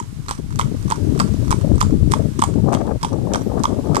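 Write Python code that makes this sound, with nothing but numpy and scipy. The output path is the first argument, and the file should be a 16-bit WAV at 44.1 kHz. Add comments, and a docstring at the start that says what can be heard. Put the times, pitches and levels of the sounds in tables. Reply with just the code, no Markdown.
"""Trotting horse under trees

A horse trots on a paved path, heard close from a moving stereo microphone just behind it and to its left.
Each beat is a diagonal pair of hooves landing in a quick run of contacts: horn cracks on grit and the
hollow under the hoof rings. The trees scatter a bright tail and their leaves hiss. Moving air buffets the
left microphone port hard and the right one lightly. A faint, very high whistle passes near the end."""
import sys
import numpy as np
from scipy import signal
from scipy.fft import rfft, irfft, next_fast_len
from scipy.io import wavfile

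SR = 44100
rng = np.random.default_rng(int(sys.argv[2]) if len(sys.argv) > 2 else 0)


def transcribe(u):
    """Save the signal u as a 16-bit wav file named by the first command-line argument.

    u: samples, shape (n,) or (channels, n), limited to [-1, 1]; the rate is SR.
    q: integer samples, one column per channel.
    """
    v = np.clip(np.atleast_2d(u).T, -1, 1)
    q = np.round(v * 32767).astype(np.int16)
    wavfile.write(sys.argv[1], SR, q)


N = 176400


def from_db(db):
    """Decibels to gain."""
    return 10 ** (np.asarray(db) / 20)


def unit_rms(x):
    """Scale to an rms of 1."""
    return x / np.sqrt(np.mean(x ** 2) + 1e-20)


def in_time(rows):
    """The columns of a curve at every sample."""
    times, *columns = np.transpose(rows)
    return [np.interp(np.arange(N) / SR, times, column) for column in columns]


def at_hz(points, hz):
    """Read a spectrum on a log-frequency axis."""
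    points_hz, points_db = np.transpose(points)
    return np.interp(np.log(hz + 1), np.log(points_hz), points_db)


def decay(t, t60):
    """Exponential fall of 60 dB in t60 seconds."""
    return np.exp(-np.log(1000) * t / t60)


def coloured(x, db_of_hz):
    """Causal (minimum-phase) filter with the given response."""
    size = 2 * next_fast_len(x.shape[-1])
    gain = from_db(db_of_hz(np.fft.rfftfreq(size, 1 / SR)))
    cepstrum = irfft(np.log(gain + 1e-9))
    cepstrum[1:size // 2] *= 2
    cepstrum[size // 2 + 1:] = 0
    return irfft(rfft(x, size) * np.exp(rfft(cepstrum)))[..., :x.shape[-1]]


def drift(rate_hz):
    """Random wander with a spread of 1, mostly slower than rate_hz."""
    hz = np.fft.rfftfreq(N, 1 / SR)
    spectrum = rfft(rng.standard_normal(N)) / (1 + (hz / rate_hz) ** 2) * (hz > 0)
    return unit_rms(irfft(spectrum, N))


# Horn on grit, heard close. Each row: frequency in Hz, relative level in dB.
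CRACK_COLOUR = [(150, 20.5), (600, 9), (1500, 9), (2100, 5), (2650, -3), (3300, -0.5), (4500, -2),
                (6500, -1), (8400, -1.5), (10000, -6.5), (13500, -18.5), (16000, -30)]
CRACK_ATTACK_S, CRACK_T60_S, CLICK_DB = 0.000058, 0.0082, -8.5
GRIND_DB, GRIND_T60_S, GRIT_SPREAD_DB, GRIT_HZ = -10, 0.062, 4.5, 5450
HORN_DB, HORN_WIDTH_HZ, HORN_SCATTER_DB = 8.5, 270, 2.1


def crack(t, horn_hz):
    """Horn meets grit: a hard click, tiny fractures and a grinding tail, through the horn's resonance."""
    onset = t < .004
    grains = rng.standard_normal(len(t))
    grains *= from_db(GRIT_SPREAD_DB * np.minimum(rng.exponential(1, len(t)), 4))
    tail = decay(t, CRACK_T60_S) + from_db(GRIND_DB) * decay(t, GRIND_T60_S)
    fractures = grains * tail * (1 - np.exp(-t / CRACK_ATTACK_S))
    burst = fractures / np.linalg.norm(fractures[onset]) + from_db(CLICK_DB) * (t == 0)
    # each contact favours other resonances of the horn
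    colour = [(hz, db + HORN_SCATTER_DB * rng.standard_normal()) for hz, db in CRACK_COLOUR]
    centre_hz = np.sqrt(horn_hz * GRIT_HZ)

    def response_db(hz):
        resonance_db = HORN_DB / (1 + ((hz - horn_hz) / HORN_WIDTH_HZ) ** 2)
        octaves_off = np.log2((hz + 1) / centre_hz)
        return at_hz(colour, hz) + resonance_db - 10 * np.log10(1 + octaves_off ** 2)

    burst = coloured(burst, response_db)
    return burst / np.std(burst[onset])


# Modes of the hollow under a hoof. Each row: multiple of the ring pitch, signed strength, t60 in seconds.
HOOF_MODES = [(0.884, 0.8, 0.024), (1.117, -1.004, 0.017), (1.3, -0.035, 0.14), (2.15, -0.033, 0.014),
              (3.25, -0.063, 0.0082)]
RING_DELAY_S, MODE_SCATTER = 0.00017, 0.064


def ring(t, pitch_hz):
    """The hollow clop: two strong, close modes swell and cancel within a few cycles."""
    t = np.maximum(t - RING_DELAY_S, 0)
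    clop = 0
    for ratio, strength, t60 in HOOF_MODES:
        hz = pitch_hz * ratio * (1 + MODE_SCATTER * rng.standard_normal())
        clop += strength * np.sin(2 * np.pi * hz * t) * decay(t, t60)
    return clop


# Hooves on the paving, just ahead and to the right. Each row: start in seconds, relative crack level
# in dB, horn resonance in Hz, relative ring level in dB, ring pitch in Hz.
HOOF_CONTACTS = [(0.0003, -24, 6830, -10.5, 954), (0.2836, -22.5, 4300, -18.5, 1100),
                 (0.2914, -19, 7600, -19.5, 1150), (0.2999, -28, 8750, -19, 1130),
                 (0.31, -15, 6000, -11, 906), (0.5583, -28, 6450, -32, 1130),
                 (0.59, -16.5, 7500, -32, 1110), (0.5948, -18.5, 4070, -3.5, 1060),
                 (0.6033, -25, 5200, -18, 1110), (0.612, -17.5, 3360, -12, 1040),
                 (0.827, -34, 8500, -40, 1130), (0.902, -18, 8400, -19, 1070),
                 (0.9109, -19, 3060, -12, 1130), (0.9211, -19, 3400, 0.5, 983),
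                 (1.1926, -22, 4570, -40, 1330), (1.1996, -9.5, 4600, -9, 1155),
                 (1.2047, -43, 4800, -5.5, 1160), (1.2158, -28, 5400, -15, 1070),
                 (1.5069, -16, 8900, -11.5, 1110), (1.514, -16.5, 8300, -9, 1110),
                 (1.5199, -19, 5200, -32, 1160), (1.5261, -17.5, 2360, -5.5, 963),
                 (1.756, -31.5, 7940, -31, 1080), (1.805, -22, 7600, -39, 1240),
                 (1.8089, -16, 7100, -21, 1100), (1.8131, -13, 3480, -3.5, 1070),
                 (1.8265, -17, 7360, -9, 956), (2.1142, -23.5, 8600, -30, 1190),
                 (2.1193, -14.5, 8950, -21, 1080), (2.1365, -14, 3330, -1, 990),
                 (2.392, -21, 6640, -14, 1120), (2.401, -28, 8100, -43, 1040),
                 (2.4187, -14, 8500, -22, 1050), (2.4223, -17, 3200, 1, 1070),
                 (2.4379, -14.5, 7060, -4.5, 955), (2.726, -24.5, 8600, -33, 1030),
                 (2.732, -23.5, 5200, -28, 1150), (2.7402, -21, 6500, -24, 1210),
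                 (2.7484, -19.5, 3160, -20, 1200), (3.03, -14.5, 5060, -19.5, 980),
                 (3.0345, -26, 4500, -7, 1030), (3.047, -18, 3400, -5.5, 934),
                 (3.336, -15, 5730, -20, 1150), (3.346, -20, 3280, -12.5, 1300),
                 (3.3573, -20, 5670, -10.5, 1006), (3.636, -14.5, 6250, -18, 1040),
                 (3.6406, -31, 5400, -5, 990), (3.654, -17.5, 3320, -2.5, 1026),
                 (3.9472, -19, 5600, -11.5, 1190), (3.956, -16, 5200, -35, 1310),
                 (3.9673, -16, 7340, -3, 934)]


def hooves():
    """At every contact the horn cracks and the hollow rings."""
    out, t = np.zeros(N + SR), np.arange(SR // 10) / SR
    for start_s, crack_db, horn_hz, ring_db, ring_hz in HOOF_CONTACTS:
        start = int(start_s * SR)
        strike = from_db(crack_db) * crack(t, horn_hz) / np.sqrt(2)
        clop = from_db(ring_db + 1) * ring(t, ring_hz)
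        out[start:start + len(t)] += strike + clop
    return out[:N]


TICK_DB, TICK_SPREAD_DB, TICK_RING_DB = -40, 3, 6.5
TICK_AFTER_S, TICK_SCATTER_S, TICK_ATTACK_S = 0.016, .055, 0.00094


def grit_ticks(per_contact):
    """Each contact stirs faint ticks of loose grit, scattered around it in time."""
    out, t = np.zeros(N + SR), np.arange(SR // 20) / SR
    attack = 1 - np.exp(-t / TICK_ATTACK_S)
    for contact_s in np.repeat([row[0] for row in HOOF_CONTACTS], per_contact):
        start = int((contact_s + TICK_AFTER_S + TICK_SCATTER_S * rng.standard_normal()) * SR)
        gain = from_db(TICK_DB + TICK_SPREAD_DB * min(rng.exponential(), 3))
        tick = crack(t, horn_hz=5860) * attack + from_db(TICK_RING_DB) * ring(t, pitch_hz=1102)
        if 0 <= start < N:
            out[start:start + len(t)] += gain * tick
    return out[:N]


# Shade on the left port, which faces away from the hooves. 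Each row: frequency in Hz, gain in dB.
LEFT_SHADOW = [(200, 3), (800, -7.5), (1200, -3), (2000, -5), (3300, -11.5), (5400, -20), (9000, -7.5),
               (14000, -3)]
LEFT_LAG_S = 0.00026


def at_ports(x):
    """The direct sound reaches the left port later and shaded."""
    shaded = coloured(x, lambda hz: at_hz(LEFT_SHADOW, hz))
    left = np.interp(np.arange(N) - LEFT_LAG_S * SR, np.arange(N), shaded)
    return np.array([left, x])


# What the trees along the path throw back. Each row: frequency in Hz, relative gain in dB.
TREE_COLOUR = [(200, -41), (600, -45), (1000, -7), (2000, -0.5), (3500, -0.5), (6000, 0.5), (9000, 4),
               (12000, 1), (14500, -12)]
NEAR_DB, NEAR_T60_S, TREES_DB, TREES_T60_S = -19, 0.1, -15, 0.22
ECHO_ONSET_S, ECHO_LEFT_DB = 0.032, -6


def reflections(x):
    """Quick echoes off the ground and the horse's body, then a bright scatter from trunks and leaves."""
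    t = np.arange(SR) / SR
    near, far = rng.standard_normal((2, 2, SR)) * (1 - np.exp(-t / ECHO_ONSET_S))
    near = from_db(NEAR_DB) * unit_rms(near * decay(t, NEAR_T60_S))
    far = from_db(TREES_DB) * unit_rms(far * decay(t, TREES_T60_S))
    far = coloured(far, lambda hz: at_hz(TREE_COLOUR, hz))
    echoes = signal.fftconvolve(x[None], (near + far) / np.sqrt(SR), axes=1)[:, :N]
    return echoes * from_db([[ECHO_LEFT_DB], [0]])


BUFFET_DB, BUFFET_RATE_HZ, CORNER_SWING = 1.5, 53.4, 0.14
EDDY_SWING_DB, EDDY_RATE_HZ, EDDY_STEEPNESS, GUST_S = 2.07, 16.7, 1.232, 0.073


def wind(level_db, corner_hz, port_colour):
    """Eddies on a port: the spectrum falls ever faster above a corner; buffets are louder and brighter."""
    edges_hz = 20 * 2 ** np.arange(0, 8, .5)
    white = rng.standard_normal((2, N))
    buffet = np.clip(drift(BUFFET_RATE_HZ), -2, 2)
    corner_now = corner_hz * np.exp(CORNER_SWING * buffet)
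    eddies = 0
    for k, (low, high) in enumerate(zip(edges_hz, edges_hz[1:])):
        hz = np.sqrt(low * high)
        band = signal.sosfilt(signal.butter(4, [low, high], "band", fs=SR, output="sos"), white[k % 2])
        # each size of eddy comes and goes on its own
        band_db = at_hz(port_colour, hz) + EDDY_SWING_DB * drift(EDDY_RATE_HZ)
        eddies += band * from_db(band_db) * np.exp(-(hz / corner_now) ** EDDY_STEEPNESS)
    flutter = from_db(BUFFET_DB * buffet) * eddies
    # averaged over about GUST_S, the flutter holds the gust's level
    window = np.hanning(int(2 * GUST_S * SR))
    power = signal.fftconvolve(flutter ** 2, window / window.sum(), "same")
    return from_db(level_db) * flutter / np.sqrt(power + 1e-12)


# Gusts right on the left port. Each row: time in seconds, relative level in dB, eddy corner in Hz.
LEFT_GUSTS = [(0.0, -14, 111), (0.07, -25.5, 104), (0.18, -19.5, 131), (0.36, -28.5, 131), (0.44, -21, 154),
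              (0.53, -14.5, 123), (0.62, -15, 170), (0.69, -12.5, 164), (0.78, -18, 127),
              (0.87, -12.5, 169), (0.94, -21.5, 183), (1.01, -12, 274), (1.09, -7.5, 172),
              (1.17, -10.5, 244), (1.26, -9.5, 185), (1.43, -10.5, 231), (1.52, -10, 160), (1.63, -10, 235),
              (1.76, -4.5, 205), (1.805, -15, 149), (1.84, -8.5, 173), (2.08, -4, 160), (2.14, -13.5, 211),
              (2.23, -7, 240), (2.29, -13.5, 193), (2.31, -16, 141), (2.355, -17.5, 140),
              (2.38, -17.5, 191), (2.51, -11.5, 243), (2.56, -8, 220), (2.665, -6.5, 260), (2.735, -9, 710),
              (2.81, -11.5, 544), (2.85, -15, 380), (2.9, -13, 520), (2.96, -8.5, 280), (2.985, -29, 182),
              (3.06, -13.5, 234), (3.09, -22.5, 190), (3.125, -12, 470), (3.23, -12.5, 263),
              (3.34, -12.5, 580), (3.43, -17, 242), (3.61, -10.5, 496), (3.65, -18.5, 340),
              (3.73, -10.5, 454), (3.85, -17, 354), (3.9, -7, 430), (3.99, -14.5, 457)]
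# What that port makes of the eddies. Each row: frequency in Hz, relative gain in dB.
LEFT_PORT = [(22, -25), (45, -12), (70, -2), (115, 2.5), (170, 0.5), (450, -0.5), (800, 1), (1600, -1.5)]


def exposed_wind():
    """Moving air hits the left port hard."""
    gust_db, corner_hz = in_time(LEFT_GUSTS)
    return wind(gust_db - 4, corner_hz, LEFT_PORT)


# Gusts on the microphone's sheltered side. Each row: time in seconds, relative level in dB.
RIGHT_GUSTS = [(0.0, -38), (0.64, -27.5), (1.13, -33.5), (1.41, -31.5), (1.68, -34.5), (1.79, -18.5),
               (2.03, -24.5), (2.19, -34), (2.62, -34), (2.76, -29), (3.73, -28.5), (3.99, -31)]
# What the right port makes of the eddies. Each row: frequency in Hz, relative gain in dB.
RIGHT_PORT = [(22, -1), (45, 6.5), (80, 0.5), (160, -4.5), (300, 3), (600, -3.5)]


def sheltered_wind():
    """Moving air rumbles lightly on the right port."""
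    gust_db, = in_time(RIGHT_GUSTS)
    return wind(gust_db - 3, corner_hz=160, port_colour=RIGHT_PORT)


# Leaves overhead and the distance beyond. Each row: frequency in Hz, relative level in dB.
HISS_COLOUR = [(100, 11), (500, 11), (1000, 13), (1500, 10.5), (2200, 7.5), (4000, 7.5), (8400, 6.5),
               (10500, 2), (12800, -1), (14200, -14), (15500, -60)]
# Their slow rise and fall. Each row: time in seconds, level in dB relative to HISS_DB.
HISS_SWELL = [(0, -0.5), (.45, -1), (.8, 3), (1.4, 5), (2.0, 1.5), (2.3, 3), (2.9, -0.5), (4, 2.5)]
HISS_DB, HISS_LEFT_DB = -46, -5


def leaf_hiss():
    """Soft, wide hiss of the foliage, weaker on the left."""
    swell_db, = in_time(HISS_SWELL)
    noise = unit_rms(coloured(rng.standard_normal((2, N)), lambda hz: at_hz(HISS_COLOUR, hz)))
    return noise * from_db(HISS_DB + swell_db) * from_db([[HISS_LEFT_DB], [0]])


# Slaps of air on the left port. 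Each row: middle in seconds, level at the crest in dB, centre in Hz.
EDDY_THUDS = [(0.396, -17.5, 231), (0.647, -14.5, 118), (0.719, -14, 215), (0.748, -16, 275),
              (0.857, -9.5, 177), (1.163, -14.5, 280), (1.718, -3.5, 208), (2.395, -10, 214),
              (3.47, -11.5, 268)]
THUD_WIDTH_S, THUD_OCTAVES = 0.0068, 0.67


def eddy_thuds():
    """Single eddies slap the port: a few cycles of dull noise that swell and are gone."""
    out, t = np.zeros(N + SR), np.arange(SR // 10) / SR
    swell = np.exp(-((t - t.mean()) / THUD_WIDTH_S) ** 2)
    swell_rms = np.sqrt(np.mean(swell ** 2))
    for middle_s, db, centre_hz in EDDY_THUDS:
        noise = coloured(rng.standard_normal(len(t)),
                         lambda hz: -20 * np.log10(1 + (np.log2((hz + 1) / centre_hz) / THUD_OCTAVES) ** 4))
        start = int((middle_s - t.mean()) * SR)
        out[start:start + len(t)] += from_db(db) * swell_rms * unit_rms(noise * swell)
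    return out[:N]


# A thin whistle, the same at both ports. Each row: time in seconds, pitch in Hz, level in dB.
WHISTLE_CURVE = [(3.2, 12500, -95), (3.26, 12700, -71), (3.38, 12800, -66), (3.44, 12680, -56),
                 (3.59, 12700, -75), (3.66, 12400, -95)]
WAVER_HZ, FLICKER_RATE_HZ = 70, 80


def whistle():
    """A faint, very high tone that wavers, flickers, swells and fades."""
    pitch_hz, db = in_time(WHISTLE_CURVE)
    phase = 2 * np.pi * np.cumsum(pitch_hz + WAVER_HZ * drift(FLICKER_RATE_HZ)) / SR
    return np.sqrt(2) * from_db(db) * drift(FLICKER_RATE_HZ) * np.sin(phase)


def scene():
    """At the microphone: close hooves and their echoes, leaves, a faint whistle, wind on both ports."""
    steps = hooves()
    port_wind = np.array([exposed_wind() + eddy_thuds(), sheltered_wind()])
    direct = at_ports(steps + grit_ticks(per_contact=2))
    return direct + reflections(steps) + leaf_hiss() + whistle() + port_wind


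def record(dry):
    """The highest peaks are rounded and the top of the treble is cut."""
    ceiling, stopband_hz = .95, 16324
    rounded = dry / (1 + (dry / ceiling) ** 6) ** (1 / 6)
    return signal.sosfilt(signal.cheby2(12, 60, stopband_hz, fs=SR, output="sos"), rounded)


dry = scene()
out = record(dry)
transcribe(out)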